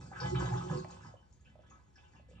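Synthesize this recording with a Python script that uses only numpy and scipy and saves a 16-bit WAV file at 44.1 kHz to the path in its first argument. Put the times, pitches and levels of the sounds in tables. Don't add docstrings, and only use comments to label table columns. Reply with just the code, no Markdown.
import sys
import numpy as np
from scipy import signal
from scipy.fft import rfft, irfft
from scipy.io import wavfile
from scipy.ndimage import uniform_filter1d

SR = 44100
rng = np.random.default_rng(int(sys.argv[2]) if len(sys.argv) > 2 else 0)


def wav_record(signal):
    frames = np.transpose(np.atleast_2d(signal))
    bounded = np.clip(frames, -1, 1)
    quanta = np.round(bounded * 32767).astype(np.int16)
    wavfile.write(sys.argv[1], SR, quanta)


N = 105840
T = np.arange(N) / SR
LN_1000 = np.log(1000)
SIDE = np.array([[1], [-1]])
BUBBLE_GLIDE = 1.07

# (time [s], boom [dB], gurgle [dB], splatter [dB], spray [dB])
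FLOW = [(0,-44.5,-58,-67,-60),(.1,-47.5,-66.5,-77.5,-68.5),(.135,-57,-45.5,-67.5,-73),(.19,-47,-63,-56.5,-59.5),(.22,-50,-39,-56,-65.5),(.26,-37.5,-49,-49.5,-56),(.32,-36,-54,-66.5,-54.5),(.36,-42.5,-51.5,-65.5,-66),(.4,-35.5,-45,-53,-52),(.5,-41,-45.5,-60,-59.5),(.56,-35.5,-43.5,-60,-57.5),(.67,-46.5,-53,-66.5,-63.5),(.72,-33.5,-45.5,-60,-57.5),(.79,-40,-58,-64,-59),(.86,-46.5,-64.5,-72.5,-74),(.91,-52,-57,-62.5,-57.5),(.97,-51.5,-62.5,-70.5,-72),(1.06,-44,-58,-68.5,-66.5),(1.16,-54,-68.5,-85,-83.5),(1.3,-75,-80,-91.5,-81),(1.43,-75,-86.5,-81,-84),(1.47,-57,-70.5,-70,-80.5),(1.57,-61,-77.5,-82.5,-86.5),(1.66,-63.5,-68.5,-71.5,-84),(1.73,-56.5,-66,-72.5,-80),(1.84,-87,-76.5,-86,-84.5),(1.94,-77,-81.5,-86,-81.5),(1.98,-88,-71,-67.5,-79),(2.1,-79,-72.5,-78.5,-80),(2.15,-53,-73.5,-77,-76),(2.27,-67,-91.5,-83,-91),(2.3,-54.5,-77.5,-72,-72),(2.4,-52.5,-66.5,-69,-95.5)]
# (frequency [Hz], width [Hz], gain [dB])
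LOW_MODES = [(106.3,9,3),(128,6.9,-7.5),(147,12,-3),(177,7.9,-3),(220.9,5.4,-2),(285.7,14,-8)]


def air_column():
    # (time [s], relative level [dB])
    rumble_levels = [(0,-59),(.15,-60),(.26,-49),(.39,-37.5),(.56,-50.5),(.8,-56.5),(1.2,-71.5),(1.45,-63.5),(1.85,-63.5),(2.08,-75),(2.2,-58.5)]
    # (time [s], level [dB], overtone level [dB])
    hum_levels = [(0,-53.5,-57),(.19,-58.5,-62),(.25,-35,-44.5),(.29,-52,-43.5),(.33,-45.5,-46.5),(.36,-27.5,-45.5),(.4,-42,-37.5),(.455,-34,-50.5),(.495,-47,-39.5),(.54,-30,-49.5),(.595,-44.5,-40.5),(.66,-48,-52),(.9,-76,-57.5),(1.3,-86,-95.5)]
    # (time [s], relative level [dB])
    throat_levels = [(0,-71.5),(.2,-66),(.24,-47),(.295,-58.5),(.335,-37.5),(.375,-46.5),(.435,-39),(.47,-51.5),(.56,-44.5),(.61,-62),(.655,-42),(.735,-48.5),(.775,-41.5),(.85,-57),(1.2,-86.5),(2.4,-80.5)]
    push = swarm(count=900, low_hz=92, high_hz=309, t60_cycles=2.38, spread_db=0)
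    boom = steady(low_ring(push), span_s=0.078) * curve(FLOW) * undb(-7)
    rumble = air_mode(66.7, wander=0.075, flutter_db=1.5, rate_hz=21.8) * curve(rumble_levels) * undb(-3)
    hum = sum(air_mode(hz, wander=0.015, flutter_db=0.5, rate_hz=11.6) * curve(hum_levels, column)
              for column, hz in enumerate((127.8, 174.1), start=1))
    throat = air_mode(365.8, wander=0.02, flutter_db=5.5, rate_hz=55, lag_rad=1.6)
    throat *= curve(throat_levels) * undb(1)
    return (boom + rumble + hum) * pan(-2.12) + throat * pan(-4)


def air_mode(hz, wander, flutter_db, rate_hz, lag_rad=0):
    phase = 2 * np.pi * np.cumsum(hz * (1 + wander * drift(rate_hz))) / SR
    flutter = undb(flutter_db * np.tanh(drift(rate_hz)))
    return unit(np.sin(phase + SIDE * lag_rad / 2) * flutter)


def gulps():
    # (time [s], start pitch [Hz], dry level [dB])
    pockets = [(0.7,165.3,-34.5),(0.745,149,-39.5),(0.799,159.4,-47),(1.306,71.5,-55),(1.401,68,-57),(2.001,67,-63.5),(2.141,113,-67.5),(2.246,104,-62),(2.35,103,-62)]
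    out = np.zeros((2, N))
    for start_s, hz, db in pockets:
        gulp = bubble(hz, hz * 0.84, glide_s=0.11, rise_s=0.0098, t60_s=0.11)
        add(out, start_s, loudest(gulp, db))
    return (out + undb(-9) * low_ring(out)) * pan(-2.5)


def gurgle(response):
    # (frequency [Hz], gain [dB])
    outline = [(200,-33),(300,-2),(440,-15.5),(530,0),(670,-6.5),(850,0.5),(1200,-1),(1700,-8),(1900,-19.5),(2600,-13.5),(4000,-42.5)]
    bubbles = swarm(count=900, low_hz=280, high_hz=2306, t60_cycles=15.3, spread_db=4.5)
    return churn(response, bubbles, outline, curve(FLOW, column=2)) * undb(2) * pan(0.5)


def bursts(response):
    # (time [s], centre pitch [Hz], level [dB], length [s])
    clusters = [(.04,501,-63.5,0.065),(0.12,1330,-54.5,.05),(0.156,1545,-44,.047),(.202,5180,-45.5,.04),(0.207,489,-50.5,.09),(.233,1558,-45.5,.035),(0.24,794,-43.5,.032),(0.348,2490,-50.5,.02),(0.35,1300,-45,.025),(.355,3680,-48.5,.03),(0.391,1655,-51,.02),(0.404,1310,-42,.025),(0.458,3750,-54,.04),(.502,850,-43,.03),(0.57,3720,-57.5,.06),(0.639,6580,-61,.03),(0.684,3620,-59.5,.06),(.699,566,-44,0.067),(0.772,4640,-55.5,0.051),(.885,920,-57,.036),(1.033,1670,-59,.06),(1.067,5100,-69,.04),(1.168,3125,-70,.048),(1.327,6750,-69.5,.012),(1.407,7200,-75.5,.03),(1.455,2920,-68,.019),(1.456,1540,-73,0.041),(1.698,6590,-67,.047),(1.71,1232,-58.5,.039),(1.955,1710,-63.5,.07),(1.957,5800,-67.5,0.018),(1.961,5170,-67,0.022),(1.969,848,-69,0.039),(2.043,3040,-70,0.074),(2.134,1850,-67,.06),(2.148,1037,-63,.04),(2.159,2710,-68.5,.07),(2.352,2890,-70,.06)]
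    count, t60_cycles, fade_db = 14, 37.5, -12.5
    max_spread, wide_db = 0.13, -44
    out = np.zeros((2, N))
    for start_s, centre_hz, db, length_s in clusters:
        pops = np.zeros((1, SR // 5))
        spread = max_spread * min(undb(db - wide_db) ** 0.5, 1)
        for k, (jitter, size) in enumerate(rng.random((count, 2))):
            progress = k * (k + jitter) / count ** 2
            hz = centre_hz * np.exp(spread * (2 * size - 1))
            t60_s = t60_cycles / hz
            pop = bubble(hz / BUBBLE_GLIDE, hz * BUBBLE_GLIDE, t60_s / 2, 1 / hz, t60_s)
            add(pops, progress * length_s, undb(fade_db * progress) * pop)
        add(out, start_s, loudest(signal.fftconvolve(pops, response, axes=1), db))
    return out * pan(2)


def plips(response):
    # (time [s], start pitch [Hz], end pitch [Hz], dry level [dB], t60 [s])
    events = [(.1155,900,768,-51.5,.05),(.408,1060,937,-45.5,0.032),(.526,860,870,-45,0.052),(.699,1167,800,-47,0.027),(.733,1004,1063,-50.5,0.062),(.8461,1430,597,-49.5,0.037),(1.14,740,563,-54.5,0.022),(1.555,840,603,-59.5,0.046),(1.591,654,607,-60,0.051),(2.196,830,580,-64.5,0.047),(2.287,600,496,-66,0.045),(2.312,502,500,-62.5,0.034),(2.329,636,574,-69.5,0.051)]
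    tick_t = T[:SR // 20]
    lowpass = signal.butter(1, 4000, fs=SR, output="sos")
    out = np.zeros((2, N))
    for start_s, hz, end_hz, db, t60_s in events:
        plip = bubble(hz, end_hz, glide_s=0.0014, rise_s=0.0011, t60_s=t60_s)
        add(out, start_s, loudest(plip, db))
        tick = resonate(rng.standard_normal(len(tick_t)), hz=1500, width_hz=350)
        tick = signal.sosfilt(lowpass, tick * decay(tick_t, t60_s=0.0097))
        add(out, start_s, loudest(tick, db - 18.5) * (hz / end_hz - 1) ** 2)
    echo = signal.fftconvolve(out, response, axes=1)[:, :N]
    return (out + undb(-3) * echo) * pan(2)


def splatter(response):
    # (frequency [Hz], gain [dB])
    outline = [(1200,-29.5),(1800,-3.5),(2150,-3.5),(2600,-1),(3000,-5),(3600,4.5),(4100,-16),(5000,-24.5)]
    bubbles = swarm(count=1000, low_hz=1496, high_hz=4600, t60_cycles=22.6, spread_db=2)
    return churn(response, bubbles, outline, curve(FLOW, column=3))


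def spray(response):
    # (frequency [Hz], gain [dB])
    outline = [(2500,-16),(3800,-6),(4400,0.5),(5100,1),(6000,1.5),(7700,1),(8500,-7),(10000,-20),(12000,-52.5)]
    bubbles = swarm(count=3200, low_hz=3266, high_hz=10340, t60_cycles=47, spread_db=4)
    return churn(response, bubbles, outline, curve(FLOW, column=4)) * undb(-1) * pan(0.5)


def churn(response, bubbles, outline, gain):
    drive = steady(bubbles, span_s=0.059) * gain
    wet = signal.fftconvolve(drive[None], response, axes=1)[:, :N]
    return unit(colour(wet, outline)) * np.sqrt(np.mean(gain ** 2))


def swarm(count, low_hz, high_hz, t60_cycles, spread_db):
    out = np.zeros((1, N))
    for when, size, strength in rng.random((count, 3)):
        hz = low_hz * (high_hz / low_hz) ** size
        t60_s = t60_cycles / hz
        db = -spread_db * np.log(max(strength, np.exp(-3)))
        pop = bubble(hz, hz * BUBBLE_GLIDE, t60_s / 2, 0.5 / hz, t60_s)
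        add(out, when * N / SR, undb(db) * np.sqrt(hz) * pop)
    return unit(out[0])


def bubble(hz, target_hz, glide_s, rise_s, t60_s):
    t = T[:int((t60_s + rise_s) * SR) + 2]
    pitch_hz = target_hz + (hz - target_hz) * np.exp(-t / glide_s)
    attack = 1 - np.exp(-(t / rise_s) ** 2)
    return np.sin(2 * np.pi * np.cumsum(pitch_hz) / SR) * attack * decay(t, t60_s)


def low_ring(x):
    return sum(undb(db) * resonate(x, hz, width_hz) for hz, width_hz, db in LOW_MODES)


def drain_response(pipe_db):
    # (frequency [Hz], relative level [dB], t60 [s], left-right [dB], ear phase [rad])
    modes = [(499.3,0,0.27,-2,1.5),(553,-7.5,0.24,0,0.5),(742.3,1,0.082,11,4.5),(840.3,1.5,0.52,0,2.6),(894,-6,0.17,-1,3),(1075,-4,0.48,-2.5,4),(1286.7,4,0.17,1.5,1.76),(1529,6,0.29,5,2.34),(1687.4,4,0.17,-8,1.47),(1718,1.5,0.1,-12.5,1.5),(2010,5,0.19,-7,2.5),(2327,5,0.083,1.5,1.5),(2572,1.5,0.15,-10,-.5),(2772,-1.5,0.17,4,-1.5),(3037,5,0.27,-3.5,2),(3380,-3,0.22,-0.5,3.9),(3910,1,0.17,-2,2),(4316,-7,.3,3,1.5),(4828,5,0.091,2,2),(5187,9,0.063,3.5,1.5),(6660,6.5,0.16,5.5,2)]
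    t = T[:SR // 2]
    mid, side = rng.standard_normal((2, len(t))) * decay(t, t60_s=0.29)
    tub = mid + 0.95 * side * SIDE
    pipe = sum(undb(db) * pan(pan_db) * decay(t, t60_s) * np.cos(2 * np.pi * hz * t + SIDE * lag_rad / 2)
               for hz, db, t60_s, pan_db, lag_rad in modes)
    out = (unit(tub) + undb(pipe_db) * unit(pipe)) / np.sqrt(len(t))
    out[:, 0] += undb(-5.5)
    return out


def room():
    # (frequency [Hz], gain [dB])
    outline = [(25,-10.5),(60,12.5),(120,8.5),(250,-4),(600,-15.5),(1500,-21.5),(4000,-27.5),(7000,-49),(10000,-38.5)]
    mid, side = rng.standard_normal((2, N))
    return unit(colour(mid + 0.5 * side * SIDE, outline)) * undb(-64.5)


def undb(db):
    return 10 ** (np.asarray(db) / 20)


def unit(x):
    return x / np.sqrt(np.mean(x ** 2) + 1e-30)


def loudest(x, db):
    power = uniform_filter1d(np.mean(np.atleast_2d(x) ** 2, axis=0), size=SR // 100)
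    return x * undb(db) / np.sqrt(power.max())


def steady(x, span_s):
    return x / np.sqrt(uniform_filter1d(x ** 2, int(span_s * SR)) + 1e-12)


def decay(t, t60_s):
    return np.exp(-LN_1000 * t / t60_s)


def curve(table, column=1):
    rows = np.array(table)
    return undb(np.interp(T, rows[:, 0], rows[:, column]))


def drift(rate_hz):
    lowpass = np.exp(-(np.fft.rfftfreq(N, 1 / SR) / rate_hz) ** 2)
    return unit(irfft(rfft(rng.standard_normal(N)) * lowpass, N))


def pan(db):
    return undb(SIDE * db / 2)


def add(out, start_s, x):
    i = max(int(start_s * SR), 0)
    out[:, i:i + x.shape[-1]] += x[..., :N - i]


def colour(x, outline):
    hz, db = np.array(outline).T
    gain_db = np.interp(np.log(np.fft.rfftfreq(N, 1 / SR) + 1), np.log(hz), db)
    return irfft(rfft(x) * undb(gain_db), N)


def resonate(x, hz, width_hz):
    return signal.lfilter(*signal.iirpeak(hz, hz / width_hz, fs=SR), x)


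def scene():
    mouth = drain_response(pipe_db=-2.5)
    deep = drain_response(pipe_db=1)
    water = gurgle(mouth) + splatter(deep) + spray(mouth)
    return air_column() + gulps() + water + bursts(deep) + plips(mouth) + room()


def record(dry):
    return signal.sosfilt(signal.ellip(8, 0.2, 70, 10800, fs=SR, output="sos"), dry)


dry = scene()
out = record(dry)
wav_record(out)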